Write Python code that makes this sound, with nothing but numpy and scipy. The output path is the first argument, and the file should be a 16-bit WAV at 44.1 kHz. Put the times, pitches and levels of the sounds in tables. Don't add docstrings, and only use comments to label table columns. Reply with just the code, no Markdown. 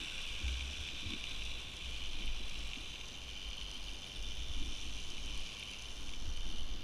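import sys
import numpy as np
from scipy import signal
from scipy.io import wavfile

SR = 44100
rng = np.random.default_rng(int(sys.argv[2]) if len(sys.argv) > 2 else 0)


def unload_wav(signal):
    wavfile.write(
        sys.argv[1],
        SR,
        np.round(np.clip(np.atleast_2d(signal).T, -1, 1) * 32767).astype(np.int16),
    )


def elevation(decibels):
    levels = np.asarray(decibels, float)
    return 10 ** (levels / 20)


N = 301203

STEEL_HZ = [1090, 1530, 2290, 2430, 2600, 2800, 3060, 3330, 3540, 3910, 4260, 4850, 5500, 5750, 6000, 6470,
            7000, 7550, 8750, 9480, 10400, 11050, 11500]
# width in Hz, level in dB from the nearer trolley, in dB from the farther
STEEL = [(196, -1.5, -4.5), (242, -3, -9.5), (184, -29, -34), (227, 12.5, 6.5), (220, 10.5, -36),
         (397, 11.5, 6.5), (263, 10.5, 12.5), (466, 8, 3.5), (229, 12, 8), (187, 10.5, -1), (300, -21, 0.5),
         (540, -0.5, -2.5), (427, -5.5, -3), (630, -0.5, -4.5), (450, -26, -0.5), (298, -9, -5),
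         (520, -43, -11), (590, -6, -17), (720, -11, -17.5), (650, -15.5, -14), (1220, -40, -19.5),
         (300, -10.5, -45), (900, -44, -52)]
NEAR_COLUMN, FAR_COLUMN = 1, 2


def rms_one(x):
    return x / np.sqrt(np.mean(x ** 2) + 1e-20)


def in_time(rows):
    s, *columns = np.transpose(rows)
    return [np.interp(np.arange(N) / SR, s, column) for column in columns]


def drift(rate_hz):
    hold = 40
    r = np.exp(-2 * np.pi * hold * rate_hz / SR)
    settle = 2000
    slow = signal.lfilter([1], [1, -2 * r, r * r], rng.standard_normal(N // hold + settle + 2))[settle:]
    return np.interp(np.arange(N) / hold, np.arange(len(slow)), rms_one(slow))


def resonate(x, hz, width_hz):
    r = np.exp(-np.pi * width_hz / SR)
    zeros = np.array([1, 0, -1]) * (1 - r * r) / 2
    stage = np.r_[zeros, 1, -2 * r * np.cos(2 * np.pi * hz / SR), r * r]
    return signal.sosfilt([stage, stage], x)


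def band(x, low_hz, high_hz):
    return signal.sosfilt(signal.butter(2, [low_hz, high_hz], "band", fs=SR, output="sos"), x)


def puffs(rows, attack_s, release_s, sag_db_per_s, rest_db):
    t = np.arange(N) / SR
    power = elevation(rest_db) ** 2
    for s, length, db, *_ in rows:
        rise = np.clip((t - s) / attack_s + .5, 0, 1)
        fall = np.exp(-np.maximum(t - s - length, 0) / release_s)
        from_middle = (t - s - length / 2).clip(-1, 1)
        power = power + (elevation(db - sag_db_per_s * from_middle) * rise * fall) ** 2
    return np.sqrt(power)


def wheel(per_s, column, knock_db, spread_db, depth, jitter, tilt_db, smear_s, own_db, lag_s,
          bright_db=0, frame_db=0, low_db=0):
    knock_limit_db = 8
    turn = np.cumsum(per_s) / SR + jitter * drift(30)
    at = np.flatnonzero(np.diff(np.maximum.accumulate(np.floor(turn))) > 0)
    size, sharp = drift(25)[at], drift(30)[at]
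    swell_db = depth * np.cos(2 * np.pi * (turn - .15)) + drift(31)
    grind = rng.standard_normal((2, N))
    out = 0
    for k, (hz, row) in enumerate(zip(STEEL_HZ, STEEL)):
        octave = np.log2(hz / 3000)
        force = grind[k % 2] * elevation(swell_db * (1 + 0.11 * octave))
        own, late = rng.standard_normal((2, len(at)))
        delay_s = smear_s * late * 2 ** -octave + lag_s * (2 - octave)
        when = np.clip(at + (SR * delay_s).astype(int), 0, N - 1)
        change_db = spread_db * size + 2.0 * sharp * octave + own_db * own
        force[when] += elevation(knock_db + tilt_db * octave + np.minimum(change_db, knock_limit_db))
        lift_db = bright_db * (hz > 5000) + frame_db * (3200 < hz < 3700) + low_db * (1300 < hz < 2000)
        gain = elevation(row[column] + lift_db + 1.3 * drift(1.5))
        out = out + (-1) ** k * gain * resonate(force, hz, row[0])
    return rms_one(out)


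def near_trolley(per_s, speed_octaves):
    # time in seconds, level in dB
    near_level = [(0, -44.5), (.52, -48.5), (.93, -48), (1.51, -48.5), (2.09, -52), (2.41, -50.5),
                  (2.78, -50), (3.07, -54), (3.5, -63), (5.5, -51.5), (6.83, -81)]
    level_db, = in_time(near_level)
    rolling = wheel(per_s, NEAR_COLUMN, knock_db=17.0, spread_db=4.0, depth=1.6, jitter=0.089, tilt_db=1.0,
                    smear_s=0, own_db=6.5, lag_s=0, bright_db=2.1 * speed_octaves, low_db=12.7 * speed_octaves)
    return elevation(level_db) * rolling


def far_trolley(per_s):
    # time in seconds, level in dB, bright contact in dB, frame ring in dB
    far_level = [(0, -56, 3, 5), (.55, -50, 2.5, 4), (1.25, -52, 0.5, 8.5), (1.77, -54, 3, 8),
                 (2.0, -47, -2, -1), (2.4, -52.5, 2, 5.5), (2.83, -51.5, 2.5, -19), (3.08, -50.5, 1, -1.5),
                 (3.55, -47.5, -1.5, -3), (3.92, -49, 1.5, 0), (4.3, -50.5, 1.5, 4), (4.7, -49, 3, 4),
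                 (4.98, -50, 3.5, 1.5), (5.32, -47.5, 1, -5), (5.59, -47, -1, -6), (5.9, -48, 1.5, -3),
                 (6.15, -51, 4, -1), (6.83, -49, -2, 0.5)]
    level_db, bright_db, frame_db = in_time(far_level)
    rolling = wheel(per_s, FAR_COLUMN, knock_db=16.0, spread_db=3.5, depth=2.9, jitter=.03, tilt_db=2.5,
                    smear_s=.0003, own_db=4.5, lag_s=.0015, bright_db=bright_db, frame_db=frame_db)
    return elevation(level_db) * rolling


def gusts():
    # time in seconds, push level in dB
    gust_level = [(0.0, -56.5), (0.23, -42.5), (0.59, -50.5), (1.54, -42), (1.73, -53.5), (2.22, -33.5),
                  (3.1, -51.5), (3.92, -44.5), (4.05, -54), (4.22, -39.5), (4.45, -44.5), (4.62, -31),
                  (4.77, -41.5), (5.4, -36.5), (5.59, -61), (6.01, -41), (6.6, -33), (6.83, -40)]
    push_db, = in_time(gust_level)
    white = rng.standard_normal((2, N + SR))
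    push = band(band(white[0], 5.1, 17.7), 4.8, 19.1)[SR:]
    push = rms_one(np.tanh(1.46 * rms_one(push)))
    eddies = rms_one(band(white[1], 32.0, 52)[SR:])
    return elevation(push_db) * (push + elevation(-14.5) * eddies)


def housing_hum():
    # start in seconds, length in seconds, level in dB, pitch in Hz
    hum_bursts = [(0, 0.037, -54.5, 46.3), (0.283, .04, -46.5, 51.9), (0.436, 0.035, -37, 61.2),
                  (0.502, .31, -45, 66), (0.848, .12, -50.5, 69.97), (1.071, 0.08, -46, 60.5),
                  (1.394, .07, -50, 52.3), (1.566, 0.15, -50.5, 60.2), (1.816, 0.41, -47.5, 56.3),
                  (2.349, 0.1, -45, 47.3), (2.583, 0.047, -40, 48.7), (2.801, .1, -52, 48.95),
                  (3.216, 0.13, -54.5, 62.3), (3.423, 0.075, -47.5, 51.65), (3.616, 0.35, -51, 44.93),
                  (4.152, 0.13, -47.5, 50.76), (4.379, 0.14, -46, 57.3), (4.558, .12, -45.5, 54),
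                  (4.789, 0.33, -50.5, 58.13), (5.212, 0.19, -48, 53), (5.837, 0.23, -52, 53.35),
                  (6.247, .08, -50, 53.8), (6.492, 0.26, -52, 50.12)]
    hum_hz, = in_time([(s + length / 2, hz) for s, length, db, hz in hum_bursts])
    phase = 2 * np.pi * np.cumsum(hum_hz) / SR
    hum = rms_one((1.3 + drift(11)) * np.sin(phase) + drift(7.3) * np.cos(phase))
    return hum * puffs(hum_bursts, attack_s=0.014, release_s=0.057, sag_db_per_s=11.5, rest_db=-59.5)


def port_flutter():
    # start in seconds, length in seconds, level in dB
    flutter_bursts = [(0, 0.015, -48), (.40, 0.024, -54), (.48, 0.048, -54), (.9, .07, -55),
                      (1.03, 0.14, -48.5), (2.14, 0.13, -54.5), (2.4, 0.025, -53), (2.54, 0.086, -56),
                      (2.76, .04, -54.5), (3.1, 0.08, -58), (3.72, .05, -58), (3.9, 0.032, -56),
                      (4.25, 0.054, -57.5), (4.38, 0.1, -59), (4.52, .21, -53.5), (4.83, 0.047, -52.5),
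                      (4.95, 0.063, -51.5), (5.11, .06, -51), (5.24, 0.14, -53.5), (5.99, .14, -57),
                      (6.22, 0.08, -52.5), (6.45, 0.096, -52.5), (6.6, .23, -54.5)]
    noise = band(band(rng.standard_normal(N), 180, 340), 165, 360)
    flutter = rms_one(elevation(1.5 * drift(15)) * noise)
    gain = puffs(flutter_bursts, attack_s=0.0085, release_s=.02, sag_db_per_s=0, rest_db=-66.5)
    return elevation(-4.5) * flutter * gain


def air():
    # frequency in Hz, density in dB per Hz
    air_spectrum = [(60, 7), (100, -2.5), (170, -4.5), (350, -9.5), (700, -12), (1300, -15.5), (2040, -18),
                    (3500, -29.5), (6000, -27), (9000, -53), (15000, -63)]
    hz, db = np.transpose(air_spectrum)
    edges = 70 * 2 ** np.arange(0, 8.1, .5)
    white = rng.standard_normal((2, N))
    out = 0
    for k, (low, high) in enumerate(zip(edges, edges[1:])):
        level_db = np.interp(np.log(low * high) / 2, np.log(hz), db)
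        out = out + elevation(level_db + 0.31 * drift(4.5)) * band(white[k % 2], low, high)
    return elevation(-56.5) * rms_one(out)


def whine():
    # frequency in Hz, level in dB rms
    whine_lines = [(11658.4, -95), (11688.3, -88), (11718.3, -86), (11748.4, -96), (14625.4, -86),
                   (14655.4, -96), (11568.4, -98), (11838, -100), (8781.5, -93)]
    t = np.arange(N) / SR
    return sum(np.sqrt(2) * elevation(db) * np.sin(2 * np.pi * (hz * t + rng.random())) for hz, db in whine_lines)


def rustle():
    # start in seconds, length in seconds, level in dB
    rustle_bursts = [
        (0, .4, -83),
        (2.62, .12, -86),
        (3.82, .12, -87),
    ]
    hiss = band(rng.standard_normal(N) * elevation(5.0 * drift(80)), 13000, 14300)
    return rms_one(hiss) * puffs(rustle_bursts, attack_s=.02, release_s=.03, sag_db_per_s=0, rest_db=-110)


def blows(times, peak_db, low_hz, high_hz, column, crack_db):
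    clicks = np.full(N, 1e-18)
    clicks[np.minimum(np.round((times + .001) * SR).astype(int), N - 1)] = elevation(peak_db)
    rings = 0
    for hz, row in zip(STEEL_HZ, STEEL):
        if low_hz < hz < high_hz:
            rings = rings + elevation(row[column]) * resonate(clicks, hz, row[0])
    crack = clicks
    for _ in range(3):
        crack = band(crack, low_hz, high_hz)
    return rings + elevation(crack_db) * crack


def snaps():
    # time in seconds, peak in dB
    snap_events = [(0.0448, -62), (0.0907, -62), (0.1401, -66), (0.163, -65), (0.2613, -51), (0.3341, -64),
                   (0.3586, -66), (0.3815, -62), (0.5422, -74), (0.5611, -66), (0.8116, -62), (0.9388, -70),
                   (0.9777, -69), (1.4082, -68), (2.6468, -66), (2.7121, -71), (3.5666, -70), (3.886, -67),
                   (4.8047, -75), (5.1008, -74), (5.3746, -82), (5.4718, -66), (5.5939, -69), (6.6147, -67)]
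    s, db = np.transpose(snap_events)
    return blows(s, db + 19, 12700, 14400, FAR_COLUMN, crack_db=0)


def hard_knocks():
    # time in seconds, peak in dB
    knock_events = [(0.0985, -22.5), (0.4806, -19.5), (0.608, -21), (0.8867, -20), (1.1197, -22),
                    (1.1345, -18.5), (1.2391, -19.5), (1.269, -23), (1.311, -24), (1.42, -23), (1.514, -24),
                    (1.8093, -25), (1.845, -24.5), (2.221, -25), (2.277, -22), (2.4795, -33), (2.733, -20),
                    (2.7566, -21.5), (2.9556, -24.5), (3.0106, -25.5), (3.512, -27), (3.612, -24.5),
                    (4.0425, -29), (5.1804, -25), (5.6263, -21), (5.7429, -27), (5.908, -35), (6.0907, -28),
                    (6.1352, -26), (6.3733, -30)]
    s, db = np.transpose(knock_events)
    return blows(s, db + 5.5, 2090, 3880, NEAR_COLUMN, crack_db=4.5)


def seam(per_s):
    twists_per_turn = 9
    twists = np.cumsum(per_s) / SR
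    count = int(twists[-1] / twists_per_turn)
    slip, size, middle = rng.standard_normal((count, 3)).clip(-1.5, 1.5).T
    twist = twists_per_turn * (np.arange(count) + .5) + np.round(2 * slip).clip(-4, 4)
    s = np.searchsorted(twists, twist) / SR
    return np.c_[s, -59 + 5.5 * size, -1 + 8.5 * middle]


def bright_ticks(far_per_s):
    # time in seconds, peak in dB, middle share in dB
    tick_events = [(0.2169, -48, -4), (0.4803, -49, 4), (1.2382, -53, 9), (1.292, -50, 2), (1.4341, -50, 1),
                   (1.4514, -48, 3), (1.7656, -50, 4), (1.9026, -52, -6), (2.2568, -47, -7),
                   (2.4953, -49, 5), (2.5897, -51.5, 7), (2.6738, -51, -1), (3.0826, -50.5, 4),
                   (3.486, -50, -7), (3.567, -51, -3), (3.63, -51, 1), (3.7128, -48, 5), (3.7422, -50, 3),
                   (3.933, -51, 2), (4.2255, -49, 4.5), (4.352, -50, -4), (5.1014, -50, 9),
                   (5.2594, -49, 3), (5.3753, -45, -5), (5.4036, -49, -7), (5.5957, -46, -9),
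                   (5.6341, -48, -2), (5.7112, -48, 0), (5.8211, -48, 5), (6.3711, -51, 3)]
    s, db, middle_db = np.r_[tick_events, seam(far_per_s)].T
    top = blows(s, db + 41, 8400, 11300, FAR_COLUMN, crack_db=-45)
    middle = blows(s, db + middle_db + 31, 4600, 7000, FAR_COLUMN, crack_db=-35)
    return top + middle


def thumps():
    # time in seconds, peak in dB, pitch in Hz
    slap_events = [
        (0.433, -42, 64),
        (1.06, -39, 83),
        (4.492, -43.5, 70.9),
        (5.081, -47, 56.7),
        (6.274, -41.5, 67.8),
    ]
    t = np.arange(N) / SR
    out = 0
    for s, db, hz in slap_events:
        since = np.maximum(t - s, 0)
        envelope = since / 0.013 * np.exp(-since / 0.0089)
        out = out + elevation(db + 15.5) * envelope * np.sin(2 * np.pi * hz * since)
    return out


def scene():
    # time in seconds, twists passed per second
    far_speed = [(0, 95), (1, 94), (1.6, 90), (1.95, 94), (2.35, 96), (2.6, 94), (2.8, 97), (3.15, 93),
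                 (3.6, 98), (4.1, 92.5), (4.5, 98), (4.75, 96.5), (5.1, 99.5), (5.5, 104.5), (5.9, 98),
                 (6.2, 92), (6.3, 85.5), (6.83, 84.5)]
    far_per_s, = in_time(far_speed)
    near_per_s = np.maximum(85.5 - 15.5 * np.arange(N) / SR, 37)
    speed_octaves = np.log2(near_per_s / 60)
    steel = near_trolley(near_per_s, speed_octaves) + far_trolley(far_per_s)
    steel = steel + hard_knocks() + bright_ticks(far_per_s)
    housing_cut_hz = 11900
    housing = signal.cheby2(8, 30, housing_cut_hz * 1.26, fs=SR, output="sos")
    steel = signal.sosfilt(housing, steel)
    wind = gusts() + housing_hum() + port_flutter() + thumps()
    rush = elevation(0.55 * speed_octaves) * air()
    return (steel + wind + rush + whine() + rustle() + snaps())[None]


def band_limit(x):
    return signal.sosfilt(signal.butter(12, 15210, fs=SR, output="sos"), x)


def record(dry):
    hiss_cut = signal.cheby1(6, .5, 14400, fs=SR, output="sos")
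    hiss = signal.sosfilt(hiss_cut, rng.standard_normal(N))
    mix = dry + elevation(-74.5 + 0.66 * drift(6.7)) * hiss
    return band_limit(mix)


dry = scene()
out = record(dry)
unload_wav(out)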